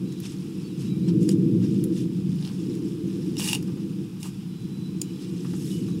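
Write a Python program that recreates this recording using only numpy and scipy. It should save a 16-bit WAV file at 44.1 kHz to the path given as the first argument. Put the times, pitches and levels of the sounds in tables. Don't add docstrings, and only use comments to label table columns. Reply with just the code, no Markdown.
import sys
import numpy as np
from scipy import signal
from scipy.fft import rfft, irfft, next_fast_len
from scipy.io import wavfile
from scipy.ndimage import uniform_filter1d, map_coordinates

SR = 44100
rng = np.random.default_rng(int(sys.argv[2]) if len(sys.argv) > 2 else 0)


def wav_record(signal):
    frames = np.transpose(np.atleast_2d(signal))
    bounded = np.clip(frames, -1, 1)
    quanta = np.round(bounded * 32767).astype(np.int16)
    wavfile.write(sys.argv[1], SR, quanta)


N = 264600

# (frequency [Hz], relative density [dB])
HISS_SPECTRUM = [(30, 4), (60, 20), (200, -2), (450, -10), (630, -7.5), (720, 2), (850, 2.5), (1150, 2),
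                 (1900, -4.5), (2200, -3.5), (2450, 2), (3700, 0), (4300, -5.5), (5100, 1), (5900, -7.5),
                 (10500, -7.5), (12500, -11), (16000, -15.5)]
# (start [s], length [s], pitch [Hz], relative level [dB])
BIRD_WHISTLES = [(.02, .23, 3960, -63), (.82, .21, 3900, -63), (.86, .25, 2340, -65),
                 (4.36, 1.05, 3995, -63.5), (4.79, .13, 3985, -60), (5.03, .09, 2990, -62),
                 (5.69, .14, 2960, -54.5), (5.87, .09, 3920, -61)]
# (start [s], first pitch [Hz], last pitch [Hz], relative level [dB])
BIRD_CHIRPS = [(.625, 4560, 4360, -61), (.675, 4020, 3700, -62), (1.015, 3780, 4330, -58)]
# (start [s], notes [count], pitch [Hz], relative level [dB])
BIRD_TWITTERS = [(.42, 11, 2700, -63), (4.38, 5, 2950, -66), (5.18, 7, 3100, -65)]
# (frequency [Hz], t60 [s])
YARD_DECAY = [(300, 0.34), (3000, 0.14), (12000, 0.13)]
# (time [s], level [dB])
WIND_DEEP = [(0, -29), (.28, -34), (.72, -34), (.84, -26), (.95, -27), (1.13, -22), (1.6, -19.5),
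             (1.93, -27.5), (2.27, -26.5), (2.35, -22), (2.43, -30.5), (3.15, -31), (3.34, -28.5),
             (3.48, -32), (3.62, -28.5), (4.15, -34.5), (4.55, -34), (4.9, -31), (5.22, -36), (5.38, -31),
             (5.85, -27.5), (6, -30)]
# (time [s], level [dB])
WIND_UPPER = [(0, -33.5), (.2, -39.5), (.5, -38), (.95, -35.5), (1.18, -24.5), (1.5, -25), (1.68, -28.5),
              (1.9, -27), (2.2, -36), (2.48, -40.5), (2.68, -30), (2.95, -33.5), (3.25, -32), (3.75, -35.5),
              (4.02, -36.5), (4.15, -42.5), (4.47, -45.5), (4.65, -41), (5.4, -36), (6, -33.5)]
# (frequency [Hz], width [Hz], relative level [dB])
HOUSING_MODES = [(115.2, 33, -5), (146.1, 42.8, 0.5), (181.6, 13, 6.5), (196.5, 11.5, 1.5), (242, 35.5, -5),
                 (290, 29, -2.5), (323.05, 10.2, 2), (342.3, 15.7, -2), (379, 12.2, -12.5),
                 (423.8, 46, -15.5), (474.3, 84, -17.5)]
# (frequency [Hz], gain [dB])
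LEAF_SPECTRUM = [(500, -13), (900, -4.5), (1900, -1), (2700, 4.5), (3600, 5.5), (4300, 1.5), (5200, 6.5),
                 (6200, 2), (9000, -2), (11500, -7), (16000, -28)]
# (time [s], relative level [dB])
RUSTLE_LEVEL = [(0, -62), (.25, -52), (.85, -59), (1.45, -64), (1.75, -54), (2.15, -60.5), (2.38, -52),
                (3.05, -58.5), (3.351, -51.5), (3.9, -61), (5.0, -59), (5.4, -53), (6.0, -54)]
# (time [s], relative level [dB], half length [s], tilt [dB/octave])
LEAF_SWISHES = [(0.254, -42, 0.013, -2), (0.318, -47.5, 0.016, 1), (0.805, -51, 0.016, 3),
                (0.845, -49.5, 0.037, -0.5), (1.091, -46, 0.012, -2.5), (1.242, -49.5, 0.03, 4),
                (1.309, -43.5, 0.02, 6), (1.642, -48.5, 0.023, -3), (1.99, -47.5, 0.037, 1.5),
                (2.469, -51, 0.041, -7.5), (4.215, -48.5, 0.01, 13), (5.231, -51, 0.022, -1),
                (5.673, -46.5, 0.095, 9.5)]
# (frequency [Hz], gain [dB])
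STALK_SPECTRUM = [(1000, -24), (2200, -7), (3400, 11), (5300, 4), (7000, -25), (14000, -37)]
# (time [s], peak [dB])
STALK_TICKS = [(1.651, -51), (2.4267, -36), (2.449, -34), (2.452, -33), (2.4604, -39), (2.476, -34.5),
               (2.491, -40)]
# (frequency [Hz], gain [dB])
STEM_SPECTRUM = [(500, -12), (1000, -5), (2000, -1), (3000, -4), (4200, -5), (4950, -4), (5900, -2.5),
                 (7100, 0), (9000, -4), (11500, -2), (16000, -12)]
# (time [s], relative peak [dB], pitch [Hz])
STEM_SNAPS = [(0.1235, -36.5, 5770), (.202, -32, 11100), (1.2295, -37, 7000), (1.3154, -35, 6400),
              (1.8397, -24.5, 11200), (2.7523, -37, 6940), (3.6268, -34, 5900)]
# (frequency [Hz], gain [dB])
EARTH_SPECTRUM = [(400, 3), (650, -9), (800, -2.5), (1150, 2.5), (1600, -6), (3000, -10), (6000, -33),
                  (14000, -25)]
# (time [s], relative peak [dB], t60 [s])
EARTH_TICKS_AND_SCUFFS = [(0.341, -49, .04), (1.086, -44, 0.088), (2.495, -44, .07), (3.397, -23, 0.0083),
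                          (3.682, -43.5, 0.19), (3.77, -44, 0.11), (4.244, -37, 0.053), (4.256, -36, 0.085),
                          (5.447, -38.5, 0.088), (5.535, -36, 0.06), (5.884, -40, 0.041)]
# (frequency [Hz], gain [dB])
GRIT_SPECTRUM = [(400, -12), (650, -32), (800, 3.5), (1400, -8.5), (2100, 0), (2650, 3.5), (4100, 1.5),
                 (5100, 2), (8000, 4.5), (10300, 0.5), (11300, -5), (12500, -6), (16000, -6)]
# (frequency [Hz], width [Hz], relative level [dB])
EDGE_MODES = [(3200, 240, -27), (4280, 380, -17), (4900, 160, -5.5), (5370, 110, -14), (6940, 260, 0),
              (7800, 300, -22), (8820, 450, -2), (10200, 460, -14), (10730, 320, -8), (12400, 400, -14)]
# (time [s], peak [dB], favoured frequency [Hz], rebound gain [dB], crack tilt [dB/octave])
EDGE_CLINKS = [(1.29, -28, 4800, 2.5, -1.5), (5.0156, -22, 7100, -2, 4.5)]
# (frequency [Hz], width [Hz], relative level [dB])
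BLADE_MODES = [(874, 62, -10), (1680, 200, -20), (2854, 180, 3.5), (3700, 150, -1), (4750, 340, -1),
               (5500, 310, 0), (6680, 440, -6.5), (8600, 390, -17), (9350, 400, -2), (10950, 470, 3.5),
               (14200, 350, -18)]
# (time [s], peak [dB], favoured frequency [Hz])
STONE_KNOCKS = [(3.3682, -33.5, 3460), (3.4035, -28.5, 3020), (3.417, -30, 2850), (3.4353, -35, 5000),
                (3.4417, -29, 4800), (3.4555, -33, 3600), (3.48, -38, 2800), (3.4864, -24.5, 5840),
                (3.4895, -27.5, 2800), (3.4967, -29, 9300), (3.5135, -32, 2870), (3.5297, -29, 3650),
                (3.5308, -16.5, 2830), (3.545, -29, 4750), (3.5493, -22.5, 7500), (3.5559, -27, 3020),
                (4.2295, -31.5, 6500), (4.24, -48, 5000), (4.2585, -51, 3000)]
# (time [s], half length [s], pitch [Hz], level [dB])
STALK_SQUEAKS = [(3.385, 0.0055, 5450, -35.5)]
# (start [s], length [s], level [dB])
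BLADE_SHOVES = [(3.374, 0.17, -35), (3.43, 0.063, -44.5), (3.462, 0.012, -44), (4.219, 0.059, -46)]


def amp(db):
    return 10 ** (np.asarray(db) / 20)


def unit(x):
    return x / np.sqrt(np.mean(x ** 2) + 1e-20)


def even(x, span_s=.14):
    power = np.abs(uniform_filter1d(x * x, int(span_s * SR)))
    return unit(x / np.sqrt(power + 1e-12))


def peaked(x, db):
    return amp(db) * x / np.sqrt(uniform_filter1d(x * x, SR // 1000).max())


def clock(size=N):
    return np.arange(size) / SR


def add(track, s, sound):
    part = track[max(round(s * SR), 0):][:len(sound)]
    part += sound[:len(part)]


def along(points, hz):
    f, v = np.transpose(points)
    return np.interp(np.log(hz + 1), np.log(f + 1), v)


def bell(x, centre, half):
    return np.exp(-.5 * ((x - centre) / half) ** 2)


def wobble(rate):
    return map_coordinates(rng.standard_normal(int(N * rate / SR) + 4), [clock() * rate])


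def filtered(x, response):
    m = next_fast_len(len(x) + SR // 8)
    return irfft(rfft(x, m) * response(np.fft.rfftfreq(m, 1 / SR)), m)[:len(x)]


def coloured(x, spectrum, tilt_db=0):
    def response(hz):
        lowest = spectrum[0][0]
        db = along(spectrum, hz) + tilt_db * np.log2(np.maximum(hz, lowest))
        return amp(db) * np.minimum(hz / lowest, 1) ** 4
    return unit(filtered(x, response))


def resonate(x, modes):
    def response(f):
        return sum(amp(db) * 1j * f * width / (hz * hz - f * f + 1j * f * width)
                   for hz, width, db in modes)
    return unit(filtered(x, response))


def burst(t60):
    t = clock(SR // 10)
    return rng.standard_normal(len(t)) * amp(-60 * t / t60)


def grains(size, rate, spread_db):
    sizes = amp(spread_db * np.minimum(rng.exponential(size=size), 4))
    return unit((rng.random(size) < rate / SR) * sizes * rng.standard_normal(size))


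def pings(size, rate, spectrum, cycles, spread_db):
    count = int(rate * size / SR) + 1
    when, pitch, chance, phase = rng.random((count, 4)).T[:, :, None]
    hz = 900 + 14500 * pitch
    t = clock(size=128)
    sizes = amp(-spread_db * np.log(.02 + chance)) * np.sqrt(hz)
    waves = sizes * np.exp(-t * hz / cycles) * np.sin(2 * np.pi * (hz * t + phase))
    places = (when * size).astype(int) + np.arange(len(t))
    return coloured(np.bincount(places.ravel(), waves.ravel(), size)[:size], spectrum)


def garden_hiss(level_db=-54):
    drift = amp(.3 * wobble(3))
    return amp(level_db) * drift * coloured(rng.standard_normal(N), HISS_SPECTRUM)


def far_birds(waver_hz=48, sag_hz=34.8, chirp_s=.075, note_s=.036, spread_hz=280):
    song = np.zeros(N)
    waver = waver_hz * wobble(400)
    held = [(s, length, hz, hz - sag_hz, db) for s, length, hz, db in BIRD_WHISTLES]
    glides = [(s, chirp_s, first, last, db) for s, first, last, db in BIRD_CHIRPS]
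    quick = [(s + k * note_s, note_s, *(hz + spread_hz * rng.uniform(-1.1, 1, 2)), db)
             for s, notes, hz, db in BIRD_TWITTERS for k in range(notes)]
    for s, length, first, last, db in held + glides + quick:
        n = int(length * SR)
        phase = 2 * np.pi * np.cumsum(np.linspace(first, last, n) + waver[:n]) / SR
        add(song, s, amp(db) * unit(np.sin(phase) * signal.windows.tukey(n, .5)))
    tail = burst(t60=.15)
    echoes = signal.fftconvolve(song, tail / np.linalg.norm(tail))[:N]
    fading = amp(1.2 * wobble(22))
    return .55 * fading * (song + echoes)


def yard_echo(x):
    hz, t, noise = signal.stft(rng.standard_normal(SR // 4), SR, nperseg=256)
    decay = amp(-60 * t / along(YARD_DECAY, hz)[:, None])
    tail = signal.istft(noise * decay, SR, nperseg=256)[1]
    return signal.fftconvolve(x, tail / np.linalg.norm(tail))[:N]


def wind_on_microphone(bottom_hz=95, split_hz=245, top_hz=505):
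    hollow = np.zeros(N)
    for hz, width, db in HOUSING_MODES:
        band = resonate(rng.standard_normal(N), [(hz, width, 0)])
        steeper = resonate(band, [(hz, 2 * width, 0)])
        hollow += amp(db) * np.sqrt(width) * even(steeper)
    drone = filtered(hollow, lambda hz: 1 / (1 + (hz / top_hz) ** 14) / (1 + (bottom_hz / (hz + 1)) ** 4))
    deep = filtered(drone, lambda hz: 1 / (1 + (hz / split_hz) ** 16))
    deep_db = np.interp(clock(), *np.transpose(WIND_DEEP))
    upper_db = np.interp(clock(), *np.transpose(WIND_UPPER))
    return amp(deep_db) * unit(deep) + amp(upper_db) * unit(drone - deep)


def leaves(size, tilt_db, crackle_db=-2):
    rub = coloured(grains(size, rate=9000, spread_db=2), LEAF_SPECTRUM, tilt_db)
    crackle = pings(size, rate=950, spectrum=LEAF_SPECTRUM, cycles=52, spread_db=3)
    return unit(rub + amp(crackle_db) * crackle)


def foliage(gain_db=-1, flutter_db=.57, restless_db=1.94):
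    rustle_db = np.interp(clock(), *np.transpose(RUSTLE_LEVEL)) - restless_db * wobble(16)
    out = amp(rustle_db) * leaves(N, tilt_db=.5)
    for s, db, half, tilt_db in LEAF_SWISHES:
        start = max(s - 2.5 * half, 0)
        t = start + clock(int(5 * half * SR))
        add(out, start, amp(db) * bell(t, s, half) * leaves(len(t), tilt_db))
    return out * amp(gain_db + flutter_db * wobble(90))


def stalk_ticks():
    out = np.zeros(N)
    for s, db in STALK_TICKS:
        add(out, s, peaked(coloured(burst(t60=.003), STALK_SPECTRUM), db))
    return out


def stem_snaps(gain_db=-6, ring_db=-4, width_hz=1900):
    out = np.zeros(N)
    for s, db, hz in STEM_SNAPS:
        crack = coloured(burst(t60=.018), STEM_SPECTRUM, tilt_db=3 * np.log2(hz / 6000))
        ring = amp(ring_db) * resonate(crack, [(hz, width_hz, 0)])
        add(out, s, peaked(crack + ring, db + gain_db))
    return out


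def loose_earth(gain_db=-7):
    out = np.zeros(N)
    for s, db, t60 in EARTH_TICKS_AND_SCUFFS:
        add(out, s, peaked(coloured(burst(t60), EARTH_SPECTRUM), db + gain_db))
    return out


def strike(modes, focus_hz, focus_db, contact_s, crack_db, tilt_db):
    t = clock(SR // 10)
    since_release = np.maximum(t - contact_s, 0)
    ring = np.zeros(len(t))
    for hz, width, db in modes:
        level = db + focus_db * bell(np.log2(hz), np.log2(focus_hz), .2) + rng.normal(0, 1)
        phase = rng.uniform(0, 2 * np.pi) + np.cumsum(rng.normal(0, .06, len(t)))
        ring += amp(level) * np.exp(-np.pi * width * since_release) * np.sin(2 * np.pi * hz * t + phase)
    crack = coloured(burst(t60=.017), GRIT_SPECTRUM, tilt_db)
    attack = 1 - np.exp(-(t / .0002) ** 2)
    return attack * (peaked(ring, 0) + peaked(crack, crack_db))


def edge_clinks(rebound_s=.002):
    out = np.zeros(N)
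    for s, db, hz, rebound_db, tilt_db in EDGE_CLINKS:
        for delay, level in ((0, db), (rebound_s, db + rebound_db)):
            hit = strike(EDGE_MODES, hz, focus_db=4, contact_s=.0007, crack_db=-5, tilt_db=tilt_db)
            add(out, s + delay, peaked(hit, level))
    return out


def stone_knocks():
    out = np.zeros(N)
    for s, db, hz in STONE_KNOCKS:
        hit = strike(BLADE_MODES, hz, focus_db=9.5, contact_s=.0016, crack_db=-3.5, tilt_db=.5)
        add(out, s, peaked(hit, db))
    return out


def spade_in_soil(ring_db=-5.5, contact_hz=11800, bite_s=.018, stop_s=.015):
    steel = resonate(grains(N, rate=3500, spread_db=2.1), BLADE_MODES)
    steel = filtered(steel, lambda hz: 1 / (1 + (hz / contact_hz) ** 8))
    grit = pings(N, rate=9000, spectrum=GRIT_SPECTRUM, cycles=7.6, spread_db=2)
    rasp = unit(grit + amp(ring_db) * unit(steel))
    t = clock()
    force = np.zeros(N)
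    for s, length, db in BLADE_SHOVES:
        speeding_up = np.clip((t - s) / bite_s, 0, 1)
        stopping = np.exp(-np.maximum(t - s - length, 0) / stop_s)
        force += amp(db) * speeding_up * stopping
    judder = amp(1.1 * wobble(140))
    out = judder * force * rasp
    for s, half, hz, db in STALK_SQUEAKS:
        out += amp(db) * bell(t, s, half) * unit(np.sin(2 * np.pi * hz * t + wobble(500)))
    return out


def scene():
    work = spade_in_soil() + stone_knocks() + stem_snaps() + stalk_ticks() + loose_earth() + foliage()
    edge = edge_clinks()
    echo = yard_echo(amp(-9) * work + amp(-13) * edge)
    return (work + edge + echo + wind_on_microphone() + garden_hiss() + far_birds())[None]


def record(dry):
    top_hz = 15780
    return np.array([filtered(channel, lambda hz: hz < top_hz) for channel in dry])


dry = scene()
out = record(dry)
wav_record(out)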